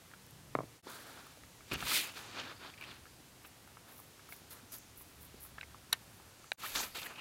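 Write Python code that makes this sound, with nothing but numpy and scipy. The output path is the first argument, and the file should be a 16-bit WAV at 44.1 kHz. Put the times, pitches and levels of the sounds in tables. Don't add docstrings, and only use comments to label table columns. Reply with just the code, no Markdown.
import sys
import numpy as np
from scipy import signal
from scipy.fft import rfft, irfft, next_fast_len
from scipy.io import wavfile
from scipy.ndimage import uniform_filter1d, map_coordinates

SR = 44100
rng = np.random.default_rng(int(sys.argv[2]) if len(sys.argv) > 2 else 0)


def pcm_store(signal):
    levels = np.round(np.clip(np.atleast_2d(signal), -1, 1) * 32767)
    wavfile.write(sys.argv[1], SR, levels.astype(np.int16).T)


def convert_level_to_amplitude(level_db):
    exponent = np.asarray(level_db, float) / 20
    return 10 ** exponent


N = 317916

HISS_DB, HUM_DB, DEEP_DB = -60, -65.5, -76
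CLICK_CYCLES, NIP_CYCLES, CLACK_CYCLES, THUMP_CYCLES = 2.2, 3.0, 4.2, 2.1
ROUNDNESS = 1.27
BITE_RISE = 0.6
GRIND_RISE_S, GRIND_FALL_S = 0.043, 0.074
SNATCH_RISE_S, SNATCH_FALL_S = 0.0063, 0.027
PUFF_RISE_S = 0.011
SQUEAK_ROUGH, SQUEAK_GRIT = 0.8, 0.3
FARTHER_S, FARTHER_DB = 6.568, -5
SNAP_ROOM_DB = -8
TOP_HZ = 15830

# pitch_hz, level_db (per Hz)
HISS_COLOUR = [(150, -32), (250, -3), (470, -8), (1360, -11), (2890, -13), (9830, -17), (14200, -20),
               (16300, -27)]
# peak_s, level_db, rise_s (20 dB), fall_s (20 dB)
STIRS = [
    (.5, -59, 0.7, 0.38),
    (1.89, -74, 2, .5),
    (2.4, -66, 1, 0.42),
    (6.05, -68, 1, 0.64),
]
# peak_s, level_db, rise_s (20 dB), fall_s (20 dB)
PASSES = [
    (1.45, -77, .8, 0.55),
    (3.1, -67.5, 1, 0.85),
    (5.52, -64.5, 1.5, 1),
    (6.75, -68, -2.5, 0.2),
]
# peak_s, level_db, rise_s (20 dB), fall_s (20 dB)
SWAYS = [
    (6.72, -63, -0.1, 0.4),
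    (1.8, -71, 0.3, 0.16),
]
# start_s, peak_db, pitch_hz
LIP_CLICKS = [(0.114, -48, 1730), (1.267, -46, 1200), (1.435, -43, 1810), (1.607, -46, 1400),
              (1.825, -28, 1330), (3.055, -43, 1460), (3.067, -48, 1450), (3.448, -46, 1520),
              (3.675, -46, 1400), (3.77, -42.5, 1260), (3.991, -48.5, 1200), (4.0, -49, 920),
              (4.194, -49, 1330), (4.289, -45.5, 1260), (5.114, -52, 1340), (5.45, -48, 1360),
              (5.462, -52, 1420), (5.745, -41, 1040), (6.199, -49, 915), (6.442, -47.5, 1360)]
# start_s, peak_db, pitch_hz
NIPS = [
    (1.805, -33.5, 2630),
    (2.7, -43, 3220),
    (7.017, -38, 2590),
]
# start_s, peak_db, pitch_hz
CLACKS = [
    (0.136, -40.5, 1470),
    (1.713, -38, 2500),
    (4.323, -38.5, 2220),
]
# start_s, peak_db, pitch_hz
THUMPS = [
    (1.372, -50, 580),
    (4.431, -53.5, 270),
    (3.2, -52.5, 280),
    (4.629, -51, 226),
    (6.058, -56, 568),
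]
# start_s, peak_db
VEIN_TICKS = [(0.2648, -43), (0.3087, -43), (1.267, -45), (2.811, -44.5), (2.8405, -48), (3.6764, -50),
              (3.8911, -53.5), (3.9074, -48), (3.9234, -45), (3.9814, -41), (4.0003, -41), (4.2901, -46),
              (4.3271, -52.5), (4.3635, -44), (4.3884, -48), (4.5067, -48), (4.7237, -43), (4.7404, -35.5),
              (4.7844, -39), (4.9606, -49), (4.9774, -56), (5.0214, -44), (5.2111, -46), (5.23, -39.5),
              (5.2514, -42), (5.4076, -41), (5.4274, -42), (6.4433, -50), (6.9486, -50)]
# start_s, peak_db, side (push or pull)
CELL_POPS = [(1.721, -29, -1), (1.7336, -34, 1), (1.918, -23, 1), (1.935, -25.5, -1), (1.972, -21, 1),
             (6.636, -43, 1), (6.759, -19.5, 1), (6.7628, -21, 1), (6.77, -29, 1), (6.776, -27, -1),
             (6.8115, -37, 1), (6.8149, -37, 1), (6.832, -34, -1)]
# start_s, peak_db, hardness (0-1)
BOUNCES = [
    (0.551, -15.5, 1),
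    (0.587, -20, 0.55),
    (0.604, -23.5, 0.37),
    (0.632, -33, 0.22),
]
# pitch_hz, width_hz, level_db
PLATE = [(127, 21, 0), (325, 340, -3.5), (715, 220, 4), (1200, 420, -1.5), (2300, 240, -5),
         (3850, 320, -11.5)]
# middle_s,
# peak_db, pitch_hz, half_length_s
SLIPS = [(.871, -40.5, 920, .0012), (0.8713, -40, 337, 0.004), (2.7394, -44, 2300, 0.00092),
         (2.744, -49, 2500, 0.0034), (2.779, -46.5, 2300, .003), (2.785, -44, 2380, .003),
         (2.813, -38, 2370, 0.0017), (2.826, -37, 2400, 0.0016), (2.839, -39, 2600, 0.0014),
         (2.842, -43, 1900, 0.0021), (2.847, -42, 3100, 0.0029), (4.419, -47.5, 430, 0.0009),
         (5.344, -45.5, 300, 0.0018), (5.35, -50, 240, 0.002), (5.5826, -37.5, 1150, 0.00043),
         (5.583, -47, 2900, .001), (5.585, -34, 1600, .001), (5.588, -42, 1500, .0015),
         (5.593, -49, 1700, 0.0017), (5.611, -40.5, 3880, 0.00078), (5.613, -33.5, 2630, 0.00073),
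         (5.613, -41, 1540, 0.0023), (5.6305, -36.5, 1490, 0.00027), (5.632, -38, 2140, 0.0014),
         (5.636, -43, 2190, 0.0039), (6.642, -34.5, 1200, 0.007), (6.651, -40, 1230, 0.0039),
         (6.655, -38, 1470, 0.0037), (6.664, -36, 1810, 0.0033), (6.772, -30.5, 1600, 0.0026),
         (6.806, -33.5, 930, 0.0022), (6.835, -35.5, 1830, 0.0016), (6.963, -37, 2760, 0.0016),
         (6.97, -38, 3800, 0.002), (6.976, -43, 3650, .003), (7.032, -36, 3630, .003),
         (7.061, -37, 1640, 0.0032), (7, -43, 2630, .006), (7.009, -47, 2600, .005),
         (7.16, -43, 2540, .004),
         (.6345, -42, 380, 0.00099), (.6355, -52, 2000, .001), (.642, -45, 200, 0.0016),
          (1.7155, -37, 260, 0.0023), (1.7155, -38, 4260, .0015), (1.7205, -29, 2460, 0.0017),
          (1.721, -34.5, 420, 0.0011), (1.7215, -38, 4320, 0.0016), (1.727, -39, 2580, 0.0024),
          (1.7335, -34, 4400, .002), (1.7345, -32, 330, 0.0018), (1.739, -34, 2800, 0.0015),
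          (1.743, -34, 1470, 0.0054), (1.7445, -35, 2750, 0.0028), (1.743, -35, 4440, 0.0032),
          (1.7525, -34, 2900, 0.0037), (1.7585, -37, 352, 0.0014), (1.759, -32, 2680, 0.0012),
          (1.77, -50, 150, 0.0034), (1.8075, -43, 6200, .0015), (1.8275, -42, 3600, .0015),
          (1.873, -36, 1200, 0.0026), (1.92, -30.5, 1290, 0.007), (2.175, -39, 1270, .003),
          (2.395, -46.5, 1100, 0.0047), (2.4, -34.5, 3050, .004), (2.567, -51, 1200, .002),
          (2.65, -45, 850, 0.0043), (2.915, -44, 3380, 0.0064), (2.96, -54, 3000, .0015),
          (6.76, -33, 4330, .002), (6.785, -39, 7000, .004), (6.815, -40, 7800, .004),
          (6.838, -35.5, 5460, 0.0067), (6.79, -41, 800, 0.0018), (7.068, -36, 1900, 0.0033)]
# peak_s, mouth_db, fall_s (20 dB), jaw_db (re mouth), teeth_db (re mouth)
BITES = [(1.269, -65.5, 0.22, 3, 1), (1.706, -58, 0.09, -4, 1), (1.868, -43, 0.03, -7, -5.5),
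         (1.896, -40, 0.14, -5, 3.5), (1.957, -35, 0.12, -11, -0.5), (2.14, -54, 0, 0.5, -1),
         (2.168, -50, 0.06, -1.5, 0.5), (2.388, -47, 0.12, 0.5, 0), (2.63, -58, 0.12, 4, 2),
         (2.668, -58, 0.07, 4.5, 4.5), (2.744, -54, -0.6, -17, -9.5), (2.822, -56, 0.08, 1, -3.5),
         (2.895, -57, 0.14, 1, 1), (3.45, -55, 0.02, -3, -7), (3.9, -69, 0.1, 7.5, 2), (4.0, -81, 0, 8, 4),
         (4.328, -69, 0.03, 5, -4), (4.56, -73, 0.13, 12.5, 4), (4.3, -70.5, 0.37, -3, 2.5),
         (5.011, -72, -0.75, 18.5, -3), (5.428, -80, 1.2, 9.5, 8.5), (6.172, -79, 2, 8.5, 0),
         (6.645, -49, 0.13, -3, 0), (7.064, -47.5, 0, 2.5, 1), (7.194, -50, 0.1, -2, -8)]
# start_s, mouth_db, hold_s, jaw_db (re mouth), teeth_db (re mouth)
GRINDS = [(0.884, -64, 0.31, 7.5, 2.5), (0.877, -70, 0.075, 13.5, 10), (1.79, -50.5, 0.028, -1.5, -3),
          (2.047, -52.5, 0.04, -2.5, -4), (2.192, -58.5, 0.2, 3, 1), (2.447, -59, 0.067, 6.5, 3),
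          (6.705, -55.5, 0.091, -1, 3), (6.788, -48.5, 0.048, 1, 2), (6.888, -64, 0.015, -5, 1),
          (6.995, -55.5, 0.049, -11, -28), (7.05, -56, 0.06, 3, -5.5)]
# start_s, mouth_db, hold_s, jaw_db (re mouth), teeth_db (re mouth)
SNATCHES = [
    (1.716, -45.5, 0.034, 0.5, -6),
    (4.508, -64, 0.017, 2.5, 4),
    (4.722, -62.5, 0.03, 1.5, 3.5),
    (6.753, -47, 0.039, 3.5, 4.5),
    (6.95, -47, 0.036, -3, 0.5),
    (7.019, -53, 0.011, 1, 3.5),
]
# peak_s, fizz_db, rise_s (20 dB), fall_s (20 dB)
TEARS = [(.9, -57.5, .04, 0.5), (1.74, -40.5, 0.02, -0.02), (1.782, -50, 0, 0), (1.883, -46, 0, 0.2),
         (2.075, -51, 0.14, 0), (1.955, -35, 0.144, 0.11), (2.172, -56, .07, 0.14), (2.385, -61, 0, -0.04),
         (2.205, -64, -0.1, 0.1), (6.535, -41, -0.09, -0.24), (3.464, -57, -0.02, 0.03),
         (4.331, -48.5, 0.01, -0.04), (4.508, -52, -0.1, 0.1), (4.721, -49, -0.02, 0.05),
         (4.74, -46, -0.03, 0.02), (5.432, -49, -0.03, 0.02), (6.172, -67, 0.5, 0.2),
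         (6.61, -59, 0.1, -0.5), (6.65, -47, 0.06, 0.35), (6.72, -60, .1, .1), (6.86, -53, 0.08, .04),
         (6.985, -56, -0.03, 0.15), (6.76, -43, 0.03, 0.12), (6.81, -41.5, 0.02, 0.09), (6.89, -62, 0, -3),
         (6.952, -50.5, .008, 0.2), (7.028, -51, -0.2, -0.16), (7.072, -51.5, 0.1, -0.1),
         (7.17, -60, -1.5, 0)]
# peak_s, edge_db, rise_s (20 dB), fall_s (20 dB)
RASPS = [(1.74, -72, 0, -2), (1.79, -66, 0.2, -3), (1.95, -54.5, 0.04, .08), (2.04, -50, 0.03, 0.03),
         (2.31, -67, 2, 0.5), (4.31, -71, 0.4, 0.5), (4.725, -60.5, 0.05, 0.24), (6.545, -64, 0.26, -1),
         (6.66, -63, 0.4, 0), (6.768, -44, 0.02, 0.07), (6.81, -43, 0.09, 0.02), (7.066, -60, -0.9, 0.1)]
# peak_s, level_db, rise_s (20 dB), fall_s (20 dB)
SHEARS = [(1.885, -50, 0.1, 0), (1.93, -60, 0.12, -0.05), (2.075, -51.5, .1, -0.1), (2.41, -62, .05, 0.1),
          (2.5, -69, 1.3, 1.5), (2.67, -62, 0.4, 0.2), (6.983, -60, 0.3, 0), (7.03, -56.5, 0.2, 0.2),
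          (6.86, -58, 0.6, .03)]
# pitch_hz, width_hz, level_db
JAW = [(450, 335, -6), (822, 454, 1), (1200, 770, 2), (1700, 570, 0.5)]
# pitch_hz, width_hz, level_db
MOUTH = [(2500, 820, 1), (3015, 530, 0)]
# pitch_hz, width_hz, level_db
TEETH = [(3640, 400, -2), (3870, 190, 4), (4570, 1480, 0)]
# pitch_hz, level_db (per Hz)
NEAR_LEAF = [(6500, -72), (8500, -5), (10000, -0.5), (11200, 1), (12800, 0.5), (14500, -0.5), (16000, -3.5)]
# pitch_hz, level_db (per Hz)
FAR_LEAF = [(6500, -72), (8500, -20), (10000, -4), (11000, 1.5), (12800, 3), (14500, -2), (16000, -4.5)]
# peak_s, level_db, rise_s (20 dB), fall_s (20 dB)
NUDGES = [
    (1.722, -37.5, 0, 0.14),
    (1.83, -44.5, -2, 0.16),
    (6.67, -68, 1, 0.12),
]
# start_s, level_db, hold_s, fall_s (20 dB)
PUFFS = [(3.888, -61, 0.067, 0.2), (3.98, -58, .03, .05), (3.432, -65, .035, 0), (4.297, -54, .04, .03),
         (4.354, -62, .012, .07), (4.506, -56, .035, 0.03), (4.724, -51, .04, .03), (4.782, -55, 0.007, 0),
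         (4.974, -54.5, .058, 0), (5.045, -67.5, .02, 0.5), (5.207, -59, 0.052, .04),
         (5.405, -58, .01, .02), (5.418, -51.5, .02, .08)]
# pitch_hz, level_db (per Hz)
PULP = [(7000, -60), (9000, -11), (10300, -2), (11200, 1), (12500, -1), (13200, -2), (14800, -1),
        (16000, -4.5)]
# start_s, peak_db, treble_db, split_s, creak_db (lead-in), held_s (still after)
SNAPS = [
    (5.9277, -15, -4, 0.0042, -13.5, .05),
    (6.5177, -15.5, -15.5, 0.0014, -48, 0.00425),
]
# pitch_hz, level_db, rise_s, t60_s
STEMS = [
    [(300, -19, 0.00096, 0.016), (550, -13, 0.00088, 0.01), (940, -15.5, 0.00083, 0.031),
     (1560, -11, 0.001, 0.019), (1810, -11, 0.0036, 0.032), (2480, -28, 0.0011, 0.014),
     (2780, -14, 0.0013, 0.022), (3030, -21, 0.0013, 0.026), (3530, -11, 0.0013, 0.019),
     (3874, 7, 0.0018, 0.013), (4300, -1, 0.00088, 0.012), (11800, -3, 0.0013, 0.0084),
     (5700, -9, 0.00066, 0.016), (7050, -13, 0.0017, 0.025)],
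    [(710, -2.5, 0.0005, 0.0085), (1600, -4, 0.00044, 0.017), (2000, -7, 0.00042, .012),
     (2370, -7.5, 0.0005, 0.02), (2790, -7.5, 0.00042, 0.026), (3900, 2, 0.00047, 0.008),
     (5030, -24, .0004, 0.018), (5860, -19, 0.0003, 0.013), (6800, -19, .0004, .008),
     (9200, -17, 0.00046, 0.012), (11100, -25, .0004, 0.0062)],
]
HELD_SIDES = [1, 1, -1, 1, -1, -1, 1, -1, 1, -1, 1]
# pitch_hz, t60_s
ROOM_TAIL = [(200, 0.52), (2000, 0.083), (4000, 0.084), (10000, 0.16)]
# middle_s, silence_s, out_s, in_s
CHANGES = [
    (0.821, 0.0064, 0.063, 0.027),
    (6.568, 0.01, 0.11, 0.031),
]


def unit(x):
    return x / np.sqrt(np.mean(x ** 2) + 1e-20)


def peaked(x):
    return x / np.abs(x).max()


def along(points, hz):
    f, v = np.transpose(points)
    return np.interp(np.log(hz + 1), np.log(f + 1), v)


def wobble(rate):
    knots = rng.standard_normal(int(N * rate / SR) + 4)
    return map_coordinates(knots, [np.arange(N) * rate / SR])


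def decay(t, t60_s):
    return convert_level_to_amplitude(-60 * t / t60_s)


def filtered(x, response):
    m = next_fast_len(len(x) + 8192)
    return irfft(rfft(x, m) * response(np.fft.rfftfreq(m, 1 / SR)), m)[:len(x)]


def resonances(modes):
    def response(f):
        return sum((-1) ** k * convert_level_to_amplitude(db) * 1j * f * w / (c * c - f * f + 1j * f * w + 1e-9)
                   for k, (c, w, db) in enumerate(modes))
    return response


def resonance(hz, width_hz):
    return resonances([(hz, width_hz, 0)])


def below(hz):
    return lambda f: 1 / (1 - (f / hz) ** 2 + 1.3j * f / hz) ** 3


def colour(points):
    return lambda f: convert_level_to_amplitude(along(points, f))


def steady_noise(response):
    return unit(filtered(rng.standard_normal(N), response))


def add(track, s, sound):
    track[round(s * SR):][:len(sound)] += sound


def level_db(power):
    return np.interp(np.arange(N) * 1000 / SR, np.arange(len(power)), 10 * np.log10(power + 1e-14))


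def swell(s, rise, fall, hold=0):
    t = np.arange(1000 * N // SR + 2) / 1000 - s
    before, after = -t / max(rise, .003), (t - hold) / max(fall, .003)
    away = np.maximum(np.maximum(before, after), 0)
    return convert_level_to_amplitude(-40 * np.minimum(away ** ROUNDNESS, 6))


def swells_db(rows, floor_db=-120):
    power = sum(convert_level_to_amplitude(2 * db) * swell(s, rise, fall) for s, db, rise, fall in rows)
    return level_db(power + convert_level_to_amplitude(2 * floor_db))


def crackle(rate, spread_db, smooth):
    sizes = convert_level_to_amplitude(spread_db * np.minimum(rng.exponential(size=N), 3.5)) * rng.choice([-1, 1], size=N)
    bursts = sizes * (rng.random(N) < rate / SR)
    return unit(bursts) + smooth * rng.standard_normal(N)


def background():
    hiss = steady_noise(colour(HISS_COLOUR))
    hum = steady_noise(resonances([(107.0, 61, 6), (209, 100, -3.5)]))
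    deep = steady_noise(resonance(70.7, 26))
    sway = steady_noise(lambda f: resonance(33, 22)(f) ** 2)
    hum_db = swells_db(STIRS, HUM_DB) + 0.33 * wobble(2.65)
    deep_db = swells_db(PASSES, DEEP_DB) + 2.0
    return convert_level_to_amplitude(swells_db(SWAYS)) * sway + convert_level_to_amplitude(HISS_DB) * hiss + convert_level_to_amplitude(hum_db) * hum + convert_level_to_amplitude(deep_db) * deep


def clicks():
    out, t = np.zeros(N + SR), np.arange(SR // 20) / SR
    kinds = [(LIP_CLICKS, CLICK_CYCLES), (NIPS, NIP_CYCLES), (CLACKS, CLACK_CYCLES), (THUMPS, THUMP_CYCLES)]
    for rows, cycles in kinds:
        for s, db, hz in rows:
            u = t * hz / cycles
            cavity = peaked(u * np.exp(-2.5 * u) * np.sin(2 * np.pi * hz * t))
            burst = rng.standard_normal(len(t)) * decay(t, 0.019)
            grit = filtered(burst, lambda f: below(2.2 * hz)(f) * resonance(hz, 2 * hz)(f))
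            first = cavity + 0.76 * peaked(grit)
            late = lambda lag: np.interp(t - lag, t, first, 0)
            heard = first - 0.29 * late(0.001994) + 0.3 * late(0.0084) - 0.1 * late(0.0034)
            add(out, s + 0.00031, convert_level_to_amplitude(db) * peaked(heard))
    for s, db in VEIN_TICKS:
        burst = rng.standard_normal(len(t)) * decay(t, 0.0091)
        crack = filtered(burst, lambda f: resonance(12000, 9000)(f) ** 2)
        add(out, s, convert_level_to_amplitude(db - 0.5) * peaked(crack))
    for s, db, side in CELL_POPS:
        u = (t - .0005) / .00007
        add(out, s - .0005, -np.sign(side) * convert_level_to_amplitude(db) * (1 - 1.08 * u * u) * np.exp(-u * u / 2))
    return out[:N]


def bounces():
    blows, t = np.zeros(N + SR), np.arange(SR // 20) / SR
    for s, db, hard in BOUNCES:
        width = .0001 / np.clip(hard, .2, 2)
        touch = lambda lag: np.exp(-((t - lag) / width) ** 2) / width / SR
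        thud = np.exp(-((t - .0078) / 0.00077) ** 2)
        rattle = filtered(rng.standard_normal(len(t)) * decay(t, 0.033) * (t > .002), below(2360))
        blow = 0.45 * touch(0.00224) - touch(0.000985) - 0.028 * thud + 0.058 * rattle
        add(blows, s, convert_level_to_amplitude(db + 22.0) * blow)
    return filtered(blows[:N], resonances(PLATE))


def squeaks():
    out, t = np.zeros(N + SR), np.arange(-SR // 50, SR // 50) / SR
    for s, db, hz, half in SLIPS:
        noise = rng.standard_normal(len(t))
        fray = unit(filtered(noise, lambda f: resonance(hz, 0.45 * hz)(f) ** 2))
        grit = unit(filtered(noise, lambda f: resonance(2 * hz, 2 * hz)(f) * below(3 * hz)(f)))
        tone = np.cos(2 * np.pi * hz * t + 9 * rng.standard_normal())
        sound = tone + (SQUEAK_ROUGH * fray + SQUEAK_GRIT * grit) * min(half / .003, 1)
        add(out, s - 1 / 50, convert_level_to_amplitude(db) * peaked(np.exp(-(t / half) ** 2) * sound))
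    return out[:N]


def effort():
    shapes = [swell(s, BITE_RISE * fall, fall) for s, _, fall, *_ in BITES]
    shapes += [swell(s, GRIND_RISE_S, GRIND_FALL_S, hold) for s, _, hold, *_ in GRINDS]
    shapes += [swell(s, SNATCH_RISE_S, SNATCH_FALL_S, hold) for s, _, hold, *_ in SNATCHES]
    levels = [(db, db + jaw_db, db + teeth_db) for _, db, _, jaw_db, teeth_db in BITES + GRINDS + SNATCHES]
    mouth, jaw, teeth = map(level_db, convert_level_to_amplitude(2 * np.transpose(levels)) @ np.array(shapes))
    return mouth, jaw - mouth, teeth - mouth


def chewing():
    (mouth_db, jaw_db, teeth_db), fizz_db = effort(), swells_db(TEARS)
    farther = np.arange(N) > FARTHER_S * SR
    clumps = 0.84 * wobble(49)
    cells = crackle(3500, spread_db=4.5, smooth=1.0)
    dull_cells = crackle(2500, spread_db=2.5, smooth=0.91)

    mouth = filtered(cells, lambda f: resonances(MOUTH)(f) * resonance(2900, 2200)(f) * below(4200)(f))
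    mouth = unit(mouth * convert_level_to_amplitude(clumps))
    teeth = filtered(cells, lambda f: resonances(TEETH)(f) * below(5600)(f))
    teeth = unit(teeth * convert_level_to_amplitude(clumps + 0.3 * wobble(40)))
    jaw = filtered(dull_cells, lambda f: resonances(JAW)(f) * below(2600)(f))
    jaw = unit(jaw * convert_level_to_amplitude(clumps + 1.1 * wobble(40)))
    skull = filtered(rng.standard_normal(N), resonance(273, 142))
    skull = unit(skull * convert_level_to_amplitude(0.75 * wobble(54)))
    boom = jaw + convert_level_to_amplitude(-6.5 + FARTHER_DB * farther) * skull
    crunch = mouth + convert_level_to_amplitude(teeth_db) * teeth + convert_level_to_amplitude(jaw_db) * boom

    shivers = np.interp(fizz_db, [-55, -42], [1.8, .8]) * wobble(150)
    veins = crackle(2700, spread_db=-3.5, smooth=0.74) * convert_level_to_amplitude(clumps + shivers)
    near_leaf = unit(filtered(veins, colour(NEAR_LEAF)))
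    far_leaf = unit(filtered(veins, colour(FAR_LEAF)))
    leaf = np.where(farther, far_leaf, near_leaf)

    shear = unit(filtered(cells, lambda f: resonance(4700, 1300)(f) ** 2) * convert_level_to_amplitude(clumps))
    edge = unit(filtered(veins, lambda f: resonance(7200, 4500)(f) ** 2))
    rasp = unit(filtered(cells, lambda f: resonance(6400, 2200)(f) ** 2))
    edge_db = 0.5 * (mouth_db + teeth_db) + 0.46 * fizz_db - 6.5
    scrapes = convert_level_to_amplitude(edge_db) * edge + convert_level_to_amplitude(swells_db(RASPS)) * rasp + convert_level_to_amplitude(swells_db(SHEARS)) * shear
    return convert_level_to_amplitude(mouth_db) * crunch + convert_level_to_amplitude(fizz_db) * leaf + scrapes


def nudge():
    drag = steady_noise(resonances([(70.5, 110, -0.27), (204, 124, -1.6)]))
    return convert_level_to_amplitude(swells_db(NUDGES) - 7.0 + 2.8 * wobble(44.4)) * drag


def puffs():
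    power = sum(convert_level_to_amplitude(2 * db) * swell(s, PUFF_RISE_S, fall, hold) for s, db, hold, fall in PUFFS)
    z = signal.stft(crackle(2000, spread_db=2.5, smooth=1.0), nperseg=256)[2]
    patches = uniform_filter1d(rng.standard_normal(z.shape), size=5, axis=0)
    patches = uniform_filter1d(patches, size=8, axis=1)
    fizz = signal.istft(z * convert_level_to_amplitude(1.3 * unit(patches)), nperseg=256)[1][:N]
    fizz = fizz * convert_level_to_amplitude(1.6 * wobble(210))
    return convert_level_to_amplitude(level_db(power)) * unit(filtered(fizz, colour(PULP)))


def snaps():
    out, t = np.zeros(N + SR), np.arange(SR // 10) / SR
    phases = [rng.random(len(STEMS[0])), (1 - np.array(HELD_SIDES)) / 4]
    for (s, db, treble_db, split, creak_db, held), modes, turns in zip(SNAPS, STEMS, phases):
        ring = np.zeros(len(t))
        for (hz, level, rise, t60), turn in zip(modes, turns):
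            envelope = convert_level_to_amplitude(level) * decay(t, t60) * (1 - np.exp(-(t / rise) ** 2))
            ring += envelope * np.sin(2 * np.pi * (hz * t + turn))
        shards = rng.standard_normal(len(t)) * (1 - np.exp(-t / 0.00051)) * decay(t, 0.057)
        splinters = peaked(filtered(shards, lambda f: below(4800)(f) * resonance(1800, 4500)(f) ** 2))
        volley = rng.standard_normal(len(t)) * (t / split) ** 2 * np.exp(-5 * t / split)
        spit = peaked(filtered(volley, lambda f: resonance(11300, 3500)(f) * below(13000)(f)))
        body = ring + 0.37 * splinters
        body = 0.2 * body / np.linalg.norm(body) / 0.035
        grip = 1 + (t / held) ** 30
        add(out, s, convert_level_to_amplitude(db) * (body + convert_level_to_amplitude(treble_db) * spit) / grip)
        add(out, s - .0027, convert_level_to_amplitude(db + creak_db) * splinters)
    return out[:N]


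def room(x):
    hz, t, z = signal.stft(rng.standard_normal(SR // 4), SR, nperseg=256)
    tail = signal.istft(z * decay(t, along(ROOM_TAIL, hz)[:, None]), SR, nperseg=256)[1]
    return signal.fftconvolve(np.pad(x, (250, 0)), tail / np.linalg.norm(tail))[:N]


def scene():
    taps, stems = clicks() + bounces() + squeaks(), snaps()
    reflected = convert_level_to_amplitude(-20.5) * room(taps + convert_level_to_amplitude(SNAP_ROOM_DB) * stems)
    mix = background() + taps + chewing() + nudge() + puffs() + stems + reflected
    return mix[None]


def roll_off(x):
    return signal.sosfilt(signal.butter(12, 16480, fs=SR, output="sos"), x)


def record(dry):
    t, gain = np.arange(N) / SR, np.ones(N)
    for s, gap, fade_out, fade_in in CHANGES:
        corners = [s - fade_out, s - gap / 2, s + gap / 2, s + fade_in]
        gain *= np.interp(t, corners, [0.9, 0.0031, 0.0027, 0.91])
    heard = filtered(dry[0] * np.sin(np.pi / 2 * gain), lambda f: f < TOP_HZ)
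    return roll_off(heard[None])


dry = scene()
out = record(dry)
pcm_store(out)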